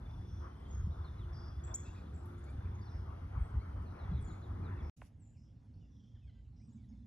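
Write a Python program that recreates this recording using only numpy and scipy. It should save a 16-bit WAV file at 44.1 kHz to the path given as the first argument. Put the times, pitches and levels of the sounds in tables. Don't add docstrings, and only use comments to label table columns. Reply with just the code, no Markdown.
import sys
import numpy as np
from scipy import signal
from scipy.fft import rfft, irfft, next_fast_len
from scipy.io import wavfile
from scipy.ndimage import uniform_filter1d, map_coordinates

SR = 44100
rng = np.random.default_rng(int(sys.argv[2]) if len(sys.argv) > 2 else 0)


def transcribe(signal):
    frames = np.atleast_2d(signal).T
    limited = np.clip(frames, -1, 1)
    pcm = np.round(limited * 32767).astype(np.int16)
    wavfile.write(sys.argv[1], SR, pcm)


def volts_from_db(level):
    exponent = np.asarray(level, float) / 20
    return 10 ** exponent


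N = 311346
TIME = np.arange(N) / SR
CUT, RESUME = 4.8977, 4.964

# hz, side_over_mid_db, tilt_left (part of the side), lead_left (part
PORTS_FIRST = [(61, -38.5, 0.034, 0.061), (125, -23.5, -0.057, 0.0065), (303, -7.5, 0.3, 0.17),
               (520, -0.5, -0.49, 0.23), (870, 2.5, 0.54, 0.5), (1450, -4, 0.43, 0.18), (2400, 2, -0.25, 1),
               (6560, 0, 0.15, .2), (9900, -3, 0.0087, 0.11), (10200, -24.5, 0.047, 0.06),
               (11000, -10, 0.0013, 0.063), (11500, -3, -0.14, 0.036)]
PORTS_SECOND = [(59.3, -18.5, -0.59, 0.027), (168, -18, -1.1, 0), (296, -8, -0.57, 0.18),
                (500, -8, 0.29, 0.057), (1400, -1, -0.11, 0.22), (3400, -18, 0.1, 0.022),
                (8000, -15, -0.3, 0.036), (8360, 21.5, -0.085, 0), (9800, 23, 0, 0), (10200, -28, 0, 0)]


def unit(x):
    return x / np.sqrt(np.mean(x ** 2) + 1e-20)


def along(points, hz):
    f, *cols = np.transpose(points)
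    return [np.interp(np.log(hz + 1), np.log(f + 1), c) for c in cols]


def curves(rows):
    s, *cols = np.transpose(rows)
    return [np.interp(TIME, s, c) for c in cols]


def wobble(rate):
    knots = rng.standard_normal(int(N * rate / SR) + 4)
    return map_coordinates(knots, [TIME * rate])


def add(out, s, x):
    part = out[:, round(s * SR):][:, :x.shape[1]]
    part += x[:, :part.shape[1]]


def placed(rows, late_us):
    return [(*row, late_us[row[0] > CUT]) for row in rows]


def rush(spectrum, ports, patchy_db):
    z = signal.stft(rng.standard_normal((2, N + 512)), nperseg=512)[2]
    field = uniform_filter1d(rng.standard_normal(z.shape[1:]), size=5, axis=0)
    field = unit(uniform_filter1d(field, size=12, axis=1))
    patchy = signal.istft(z * volts_from_db(patchy_db * field), nperseg=512)[1][:, :N]
    size = next_fast_len(N + 8192)
    shared, own = rfft(patchy, size)
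    hz = np.fft.rfftfreq(size, 1 / SR)
    outline = [(0.75, -120)] + list(spectrum) + [(SR / 2, -120)]
    colour = volts_from_db(along(outline, hz)[0]) * (hz <= spectrum[-1][0])
    side_db, tilt, lead = along(ports, hz)
    free = np.sqrt(np.clip(1 - tilt ** 2 - lead ** 2, 0, 1))
    difference = volts_from_db(side_db) * ((tilt + 1j * lead) * shared + free * own)
    mid, side = irfft(colour * [shared, difference], size)[:, :N]
    return np.array([mid + side, mid - side]) / np.std(mid)


def echoes(x, wet_db):
    # hz, decay_60db_s
    tree_decay = [(1500, 0.085), (5000, 0.59), (8000, 0.52), (14000, 0.67)]
    hz, t, z = signal.stft(rng.standard_normal((2, SR // 2)), SR, nperseg=256)
    decay_s = along(tree_decay, hz)[0][:, None]
    tail = signal.istft(z * volts_from_db(-60 * t / decay_s), SR, nperseg=256)[1]
    tail = 2.1 * tail[0] + 0.16 * tail[1] * np.array([[1], [-1]])
    wet = signal.fftconvolve(x, tail / np.linalg.norm(tail[0]), axes=1)
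    return volts_from_db(wet_db) * wet + np.pad(x, ((0, 0), (0, wet.shape[1] - x.shape[1])))


def voice(pitch, late_us, overtone_db):
    lag = pitch * np.array([[0], [1]]) * late_us / 10 ** 6
    turn = 2 * np.pi * (np.cumsum(pitch) / SR - lag)
    octave = volts_from_db(overtone_db - 14 * (pitch - 6000) / 1000) * (pitch < SR / 5)
    return np.sqrt(2) * (np.sin(turn) + octave * np.sin(2 * turn))


def whistles(rows, bend, edge, rough, wet_db, overtone_db=-60):
    out, air = np.zeros((2, N)), wobble(300)
    for s, length, from_hz, to_hz, db, late_us in rows:
        u = np.linspace(0, 1, int(length * SR))
        way = (1 - np.exp(-bend * u)) / (1 - np.exp(-bend))
        pitch = from_hz + (to_hz - from_hz) * way
        shape = np.clip(np.minimum(u / edge, (1 - u) / 0.071), 0, 1)
        shape = shape * (1 + rough * air[round(s * SR):][:len(u)])
        add(out, s, echoes(volts_from_db(db) * shape * voice(pitch, late_us, overtone_db), wet_db))
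    return out


def near_bird():
    # start_s, length_s, from_hz, to_hz, level_db, right_late_us
    chip = [
        (1.7415, 0.021, 5450, 7350, -39.5, 50),
    ]
    return volts_from_db(-1) * whistles(chip, bend=5.2, edge=0.035, rough=0.25, wet_db=-10, overtone_db=-14)


def swooping_bird():
    # start_s, length_s, to_hz, level_db, right_late_us
    swoops = [
        (3.385, 0.065, 8000, -81, 40),
        (4.207, 0.085, 6750, -71.5, 36),
        (5.186, 0.095, 7050, -82, 7),
    ]
    # after_swoop_s, length_s, from_hz and to_hz over the swoop's last pitch, level_db under it
    flick = [
        (-.014, .013, 0, 420, -4),
        (0, .022, 420, -50, -3),
        (.021, .008, 0, 950, -7),
        (.029, .02, 950, 0, -7),
    ]
    rows = [(s, length, 9500, hz, db, us) for s, length, hz, db, us in swoops]
    for s, length, hz, db, us in swoops:
        for later, short, up, down, under in flick:
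            rows.append((s + length + later, short, hz + up, hz + down, db + under, us))
    return whistles(rows, bend=3.8, edge=0.15, rough=0.5, wet_db=-2)


def falling_birds():
    # start_s, length_s, from_hz, level_db
    fall_calls = [(1.04, 0.051, 4420, -71), (1.178, .075, 4180, -75), (1.83, 0.04, 4450, -80),
                  (2.05, 0.048, 4350, -85), (2.81, 0.022, 4950, -75), (2.85, 0.054, 4680, -77),
                  (3.855, 0.042, 4500, -80), (3.885, 0.049, 4550, -84), (3.982, 0.049, 4420, -77),
                  (4.03, .04, 3980, -76.5), (4.128, 0.055, 4220, -78.5), (4.151, 0.043, 4220, -78),
                  (4.17, .03, 4120, -81), (4.278, .046, 4480, -72.5), (4.419, 0.032, 4270, -80),
                  (4.435, .035, 3970, -77), (4.635, 0.05, 4350, -76), (4.785, 0.03, 3820, -77.5)]
    # start_s, pitch_hz, level_db of the stroke that starts there
    turns = [
        (6.612, 8760, -96),
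        (6.645, 7500, -92),
        (6.668, 8770, -88),
        (6.715, 6336, -86),
        (6.742, 8270, -87),
        (6.782, 5700, -90),
    ]
    fall_hz_per_s = 18000
    rows = [(s, length, hz, hz - fall_hz_per_s * length, db) for s, length, hz, db in fall_calls]
    rows += [(s, end - s, hz, to_hz, db) for (s, hz, db), (end, to_hz, _) in zip(turns, turns[1:])]
    return whistles(placed(rows, (35, 3.3)), bend=.3, edge=.12, rough=.4, wet_db=-6)


def small_birds():
    # start_s, length_s, from_hz, to_hz, level_db (all three tables)
    hooks = [
        (.552, 0.029, 7200, 7640, -90),
        (.675, 0.086, 7700, 6500, -69),
        (1.634, 0.027, 6500, 7480, -56.5),
        (2.135, 0.033, 7500, 7230, -69),
        (2.745, 0.017, 6700, 6230, -68.5),
        (4.2, .035, 10700, 9200, -78.5),
        (5.738, 0.011, 4020, 4540, -84),
        (6.885, 0.019, 6800, 6500, -84.5),
    ]
    mews = [(1.85, 0.052, 2540, 2770, -73), (1.95, 0.046, 2620, 2400, -75), (2.46, .045, 2090, 2420, -74),
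            (2.65, .025, 2210, 2630, -75), (2.17, 0.028, 7200, 8760, -81), (5.33, 0.055, 3200, 2100, -91),
            (3.59, 0.043, 1914, 2330, -74.5), (4.06, .07, 2300, 1960, -78), (4.32, 0.028, 2200, 2050, -74),
            (4.62, .04, 2450, 2350, -79), (4.755, .03, 2750, 2577, -76), (.905, 0.031, 3480, 4140, -76),
            (3.37, .07, 3090, 3400, -80), (5.805, 0.037, 3050, 2780, -86), (5.832, 0.038, 2840, 2660, -88),
            (6.14, 0.037, 2300, 1450, -90), (6.17, .035, 3150, 2950, -90), (6.21, 0.051, 2750, 2400, -87),
            (6.262, 0.044, 2380, 2000, -86), (6.3, .12, 1980, 2000, -96), (6.445, 0.024, 3100, 2550, -89),
            (6.72, 0.017, 4200, 3800, -96), (6.272, 0.028, 1670, 1485, -86), (6.345, 0.06, 1570, 1560, -92),
            (6.59, 0.046, 1850, 2570, -92), (6.77, 0.055, 2360, 2160, -90),
            (6.825, .028, 2170, 1890, -89.5), (6.922, 0.019, 2280, 2090, -89)]
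    ticks = [(.11, .004, 6800, 3200, -77), (.28, .014, 5200, 2300, -79), (.6, .006, 11000, 7500, -79),
             (1.163, .006, 2500, 3600, -72), (1.672, .008, 7500, 5000, -77),
             (2.257, .004, 13500, 10000, -67), (2.38, .006, 6700, 7000, -78),
             (2.387, .005, 7400, 9700, -76), (2.392, .005, 7800, 9600, -74), (2.437, .007, 5000, 8200, -75),
             (2.44, .005, 6300, 7200, -76), (2.445, .008, 8500, 11200, -75), (2.49, .014, 7000, 7100, -78),
             (2.501, .006, 7600, 9200, -75), (2.506, .007, 7600, 10800, -75),
             (3.823, .003, 12000, 7500, -79), (5.016, .006, 1900, 250, -64)]
    out = whistles(placed(hooks, (70, -1.5)), bend=3.3, edge=0.52, rough=0.67, wet_db=-1.5)
    out += whistles(placed(mews, (75, 8)), bend=.3, edge=.25, rough=.45, wet_db=-1.5)
    return out + volts_from_db(-2.5) * whistles(placed(ticks, (30, 18)), bend=1.3, edge=0.13, rough=0.52, wet_db=-3.0)


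def buzzing_birds():
    # start_s, length_s, centre_hz, level_db
    buzz_calls = [(0.085, 0.25, 5420, -84), (0.273, 0.19, 5600, -78.5), (.7, 0.51, 5410, -82.5),
                  (1.325, 0.17, 5194, -70.5), (1.846, 0.053, 2235, -74.5), (1.939, 0.063, 2260, -77.5),
                  (2.42, 0.083, 2080, -89), (2.645, 0.025, 2350, -82), (2.81, 0.067, 5270, -79.5),
                  (2.89, 0.095, 5370, -78), (3.899, 0.75, 5540, -89.5), (4.815, 0.089, 5440, -80.5),
                  (5.365, 0.1, 5520, -86), (6.29, 0.13, 1835, -100), (5.729, .15, 5340, -93.5),
                  (5.902, 0.24, 5470, -89), (6.556, 0.11, 5370, -86.5), (6.881, 0.053, 5440, -89.5)]
    swing_hz = 436
    out, jitter = np.zeros((2, N)), wobble(150)
    for s, length, hz, db, late_us in placed(buzz_calls, (37, 2.5)):
        t = np.arange(int(length * SR)) / SR
        swing = np.sin(2 * np.pi * 95 * t + 2.5 * jitter[round(s * SR):][:len(t)])
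        shape = np.clip(np.minimum(t / 0.0084, (length - t) / 0.0096), 0, 1) * volts_from_db(-25 * t)
        call = volts_from_db(db) * shape * voice(hz + swing_hz * swing, late_us, overtone_db=-55.5)
        add(out, s, echoes(call, wet_db=2.0))
    return out


def crickets():
    # start_s, length_s, from_hz, to_hz, level_db
    songs = [(0.01, 0.44, 3514, 3400, -82), (0.385, 0.53, 3136, 3230, -83), (.52, 0.36, 3480, 3480, -87),
             (0.855, 0.91, 3486, 3433, -82), (1.66, .48, 3410, 3400, -81), (2.24, 0.72, 3505, 3540, -86),
             (2.45, 0.3, 3200, 3250, -90), (2.975, 0.45, 3310, 3230, -86.5), (3.45, 0.35, 3120, 3090, -85),
             (3.95, .94, 3424, 3455, -84), (5.76, 0.63, 3450, 3480, -94.5), (5.95, 0.46, 3270, 3130, -92),
             (6.635, 0.44, 3470, 3520, -94.5)]
    edge_s, chirr_per_s, sharpness = 0.031, 26, 1.4
    out, blur, fade = np.zeros((2, N)), wobble(260), wobble(6)
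    for s, length, from_hz, to_hz, db, late_us in placed(songs, (45, 2)):
        t = np.arange(int(length * SR)) / SR
        here = slice(round(s * SR), round(s * SR) + len(t))
        t = t[:len(blur[here])]
        pulse = np.sin(np.pi * chirr_per_s * t + .3) ** 2
        shape = np.clip(np.minimum(t, length - t) / edge_s, 0, 1) * pulse ** sharpness
        shape = shape * volts_from_db(db + 4.5 + 2.7 * fade[here])
        pitch = from_hz + (to_hz - from_hz) * t / length + 72 * blur[here]
        add(out, s, echoes(shape * voice(pitch, late_us, overtone_db=-60.0), wet_db=0.0))
    return out


def hand():
    # centre_s, peak_db, pitch_hz, length_s, direction
    bumps = [
        (.876, -29.5, 109, 0.011, -1.16),
        (3.377, -32.5, 89, 0.032, -1.67),
        (3.413, -25, 61, 0.038, -1.1),
        (3.572, -26, 62, 0.076, 0.87),
        (4.125, -22, 164, 0.039, 0.3),
        (4.15, -33, 125, 0.07, -0.7),
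    ]
    # hz, level_db (per Hz)
    brush = [(300, 3), (1500, 7), (4000, 2.5), (7500, 4), (9000, -7), (11000, 5), (13300, -20.5),
             (15000, -0.5), (15700, -8.5), (16000, -49)]
    out = np.zeros((2, N))
    for s, db, hz, length, sign in bumps:
        t = np.arange(int(length * SR)) / SR - length / 2
        push = sign * volts_from_db(db) * np.cos(np.pi * t / length) ** 2 * np.cos(2 * np.pi * hz * t)
        add(out, s - length / 2, push * np.array([[1.04], [.96]]))
    stroke_db = np.interp(TIME, [4.96, 4.99, 5.035, 5.07, 5.11, 5.14], [-75, -78.5, -77.5, -78.0, -100, -140])
    stroke = volts_from_db(stroke_db + 2.2 * wobble(53)) * rush(brush, [(500, -0.5, -0.3, 0)], patchy_db=4.0)
    return out + (TIME > CUT) * stroke


def note(rows, width):
    hz, db = curves(rows)
    turn = 2 * np.pi * np.cumsum(hz) / SR
    return volts_from_db(db) * (wobble(width) * np.sin(turn) + wobble(width) * np.cos(turn))


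def motors():
    # time_s, pitch_hz, level_db (all three tables)
    engine = [(0, 71.77, -48.5), (1, 69.92, -49), (2.45, 73.27, -74), (2.6, 104.3, -44), (3, 96.9, -52),
              (3.3, 90.14, -55.5), (4.25, 90.37, -48), (4.4, 94.1, -41.5), (4.9, 93.74, -46),
              (4.95, 89.76, -63), (5.9, 110, -66.5), (6.15, 113.5, -62.5), (7.06, 120.5, -59.5)]
    hum = [(0, 353.3, -70.5), (2.8, 349.2, -65.5), (3.4, 348.5, -84.5), (4.9, 351.5, -60), (4.95, 344, -99)]
    swell = [(4.9, 226, -99), (5, 226, -73.5), (6.55, 224, -71.5), (6.75, 226, -57), (7.06, 222.1, -58.5)]
    return note(engine, width=22) + note(hum, width=7) + note(swell, width=60) * volts_from_db([[-1.5], [1.5]])


def road(view):
    # rumble_db, drone_db, roar_db
    road_levels = [
        (-43.5, -60.5, -64),
        (-56, -70.5, -84.5),
    ]
    # hz, level_db (per Hz)
    rumble_first = [(15, -40.5), (25, -9), (54, -1.5), (75, 5), (94, -0.5), (150, -12), (200, -49.5),
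                    (330, -120)]
    rumble_second = [(15, -57), (25, -25), (37, -23), (53, -6), (75, -6.5), (123, -9.5), (150, -25),
                     (200, -48), (330, -120)]
    drone_first = [(88, -31.5), (150, 3), (312, -6.5), (350, -14.5), (376, -8.5), (550, -24), (720, -55.5),
                   (1210, -120)]
    drone_second = [(88, -24.5), (150, 3), (226, -2), (312, -8), (339, -18.5), (550, -25), (720, -54),
                    (1210, -120)]
    roar_first = [(320, -3), (550, -5), (1320, -2.5), (1730, -11.5), (2160, -16.5), (2800, -26.5),
                  (3640, -65), (6160, -120)]
    roar_second = [(320, -3.5), (550, -7.5), (789, -7.5), (1160, -16.5), (1370, -18), (2800, -21.5),
                   (3640, -63), (6160, -120)]
    # hz, level_db (per Hz)
    slap = [(750, -26), (1000, 0.5), (1450, -9.5), (1900, -31.5)]
    # time_s, level_db
    traffic = [(0, -2), (1, -1), (2.2, 0.7), (3.3, 0.5), (4.1, 2), (4.9, 4), (4.96, 2), (5.7, 1.5),
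               (6.3, 0), (7.06, 1.5)]
    # centre_s, length_s, heave_db, tyre_db
    loads = [(0.455, 0.17, 0.5, 9.5), (0.563, 0.22, -7, -6.5), (0.853, 0.19, 4.5, -10),
             (1.05, 0.048, -2, 2), (1.712, 0.14, -4, 10), (2.34, 0.73, -4, -2), (3.374, 0.16, 4.5, 10),
             (3.548, 0.079, 9, 6.5), (3.668, 0.13, -7, -0.5), (3.975, 0.13, -9, 4.5), (4.047, 0.15, 5.5, 6),
             (4.72, 0.12, -1, 6.5), (4.128, 0.14, 8.5, 3), (4.383, 0.24, -9, 0.7), (5.025, 0.064, 6.5, 1),
             (5.096, 0.14, -13, 3), (5.365, 0.15, 4.5, -0.5), (5.46, 0.088, -3.5, -6), (5.57, 0.064, 4, 2),
             (5.644, 0.11, -8, 4), (6.155, 0.08, 8, 3)]
    rumble = (rumble_first, rumble_second)[view]
    drone = (drone_first, drone_second)[view]
    roar = (roar_first, roar_second)[view]
    ports = (PORTS_FIRST, PORTS_SECOND)[view]
    base_rumble_db, base_drone_db, base_roar_db = road_levels[view]
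    busy_db, = curves(traffic)
    heave_db, tyre_db = np.zeros((2, N))
    for s, length, heave, tyre in loads:
        passing = np.cos(np.pi * np.clip((TIME - s) / length, -.5, .5)) ** 2
        heave_db += heave * passing
        tyre_db += tyre * passing
    rumble_db = base_rumble_db + 0.11 * busy_db + heave_db
    drone_db = base_drone_db + 0.8 * busy_db + 0.29 * heave_db + 2.1 * wobble(9)
    roar_db = base_roar_db + busy_db + 0.38 * tyre_db + .5 * wobble(7)
    out = volts_from_db(rumble_db - 0.5) * rush(rumble, ports, patchy_db=1.52)
    out = out + volts_from_db(base_roar_db - 4.5) * (volts_from_db(tyre_db) - 1) * rush(slap, ports, patchy_db=1.5)
    out = out + volts_from_db(drone_db + 3.0) * rush(drone, ports, patchy_db=0.1)
    return out + volts_from_db(roar_db + 0.39) * rush(roar, ports, patchy_db=2.5)


def air(view):
    # hz, level_db (per Hz)
    air_first = [(2400, -32), (2800, 0), (4500, -4), (6600, -8), (8500, -10), (12350, -11.5),
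                 (12550, -39.5), (15500, -33)]
    air_second = [(2400, -10), (2800, 8.5), (4500, 6.5), (6500, 5), (8200, -1), (8450, -17.5), (9700, -22),
                  (10200, 5.5), (11500, -4), (12000, -21), (12300, -70)]
    if view == 0:
        return volts_from_db(-81.5) * rush(air_first, PORTS_FIRST, patchy_db=1.3)
    return volts_from_db(-91.5) * rush(air_second, PORTS_SECOND, patchy_db=3.5)


def cancelled(x):
    # hz, level_db
    notch = [(6700, 0), (7100, -38), (8150, -8.5), (8450, -1)]
    size = next_fast_len(N + 8192)
    loss = volts_from_db(along(notch, np.fft.rfftfreq(size, 1 / SR))[0])
    mid = irfft(rfft(x.mean(axis=0), size) * loss, size)[:N]
    return x - x.mean(axis=0) + mid


def starved(x):
    # start_s, end_s, from_hz, to_hz (both tables)
    lost_mid = [(.64, 1.63, 6750, 8200), (1.655, 1.738, 7800, 9700), (1.75, 1.81, 7800, 10800),
                (1.81, 1.93, 7200, 9700), (1.85, 2.2, 12600, 16000), (1.775, 1.85, 13200, 13900),
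                (0, .57, 6750, 8200), (1.778, 1.82, 7400, 8000), (1.93, 2.135, 6950, 8200),
                (2.7, 3.38, 6850, 8150), (3.84, 4.2, 6850, 8150), (4.87, 4.96, 12500, 16000),
                (4.95, 5.1, 12800, 13800), (5, 5.06, 8500, 9600), (5.16, 5.5, 8650, 9600),
                (2.458, 2.488, 7100, 8200), (2.52, 2.7, 6900, 8100), (4.29, 4.32, 7500, 9400),
                (4.35, 4.4, 7000, 7500), (4.4, 4.88, 6900, 8150)]
    lost_side = [
        (1.64, 1.738, 8100, 11100),
        (1.75, 2.02, 8000, 11200),
        (1.86, 2.2, 12600, 16000),
        (4.26, 4.345, 9100, 11400),
    ]
    lost_db, ragged_hz = -21, 150
    both = np.array([x[0] + x[1], x[0] - x[1]]) / 2
    hz, t, z = signal.stft(both, SR, nperseg=256)
    hz, blocks = hz[:, None], np.arange(len(t)) // 8
    low_rag, high_rag = ragged_hz * rng.standard_normal((2, len(t)))[:, blocks]
    lost = np.zeros(z.shape, bool)
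    for gone, rows in zip(lost, (lost_mid, lost_side)):
        for s, end, lo, hi in rows:
            gone |= (t > s) & (t < end) & (hz > lo + low_rag) & (hz < hi + high_rag)
    chance = rng.random((len(hz), len(t)))[np.arange(len(hz)) // 3][:, blocks]
    chance = chance * volts_from_db(5.5 * rng.standard_normal(len(t))[blocks // 2])
    lost[0] |= (t > RESUME + .15) & (hz > 9600) & (hz < 12200) & (chance > .16)
    mid, side = signal.istft(z * volts_from_db(lost_db * lost), SR, nperseg=256)[1][:, :N]
    return np.array([mid + side, mid - side])


def scene():
    first = cancelled(road(0) + air(0)) + near_bird()
    second = road(1) + air(1)
    birds = swooping_bird() + falling_birds() + small_birds() + buzzing_birds()
    return np.where(TIME < RESUME, first, second) + birds + crickets() + hand() + motors()


def top_cut(x):
    return signal.sosfilt(signal.butter(12, 15600, fs=SR, output="sos"), x)


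def record(dry):
    ports = signal.sosfilt(signal.butter(4, 36, "high", fs=SR, output="sos"), dry)
    residue = volts_from_db(-41.0 - 1700 * (TIME - CUT).clip(0))
    stop = np.clip((CUT - TIME) / 0.000097, 0, 1)
    resume = np.clip((TIME - RESUME) / 0.012, 0, 1)
    gate = np.maximum.reduce([stop, residue, resume])
    return top_cut(gate * starved(ports))


dry = scene()
out = record(dry)
transcribe(out)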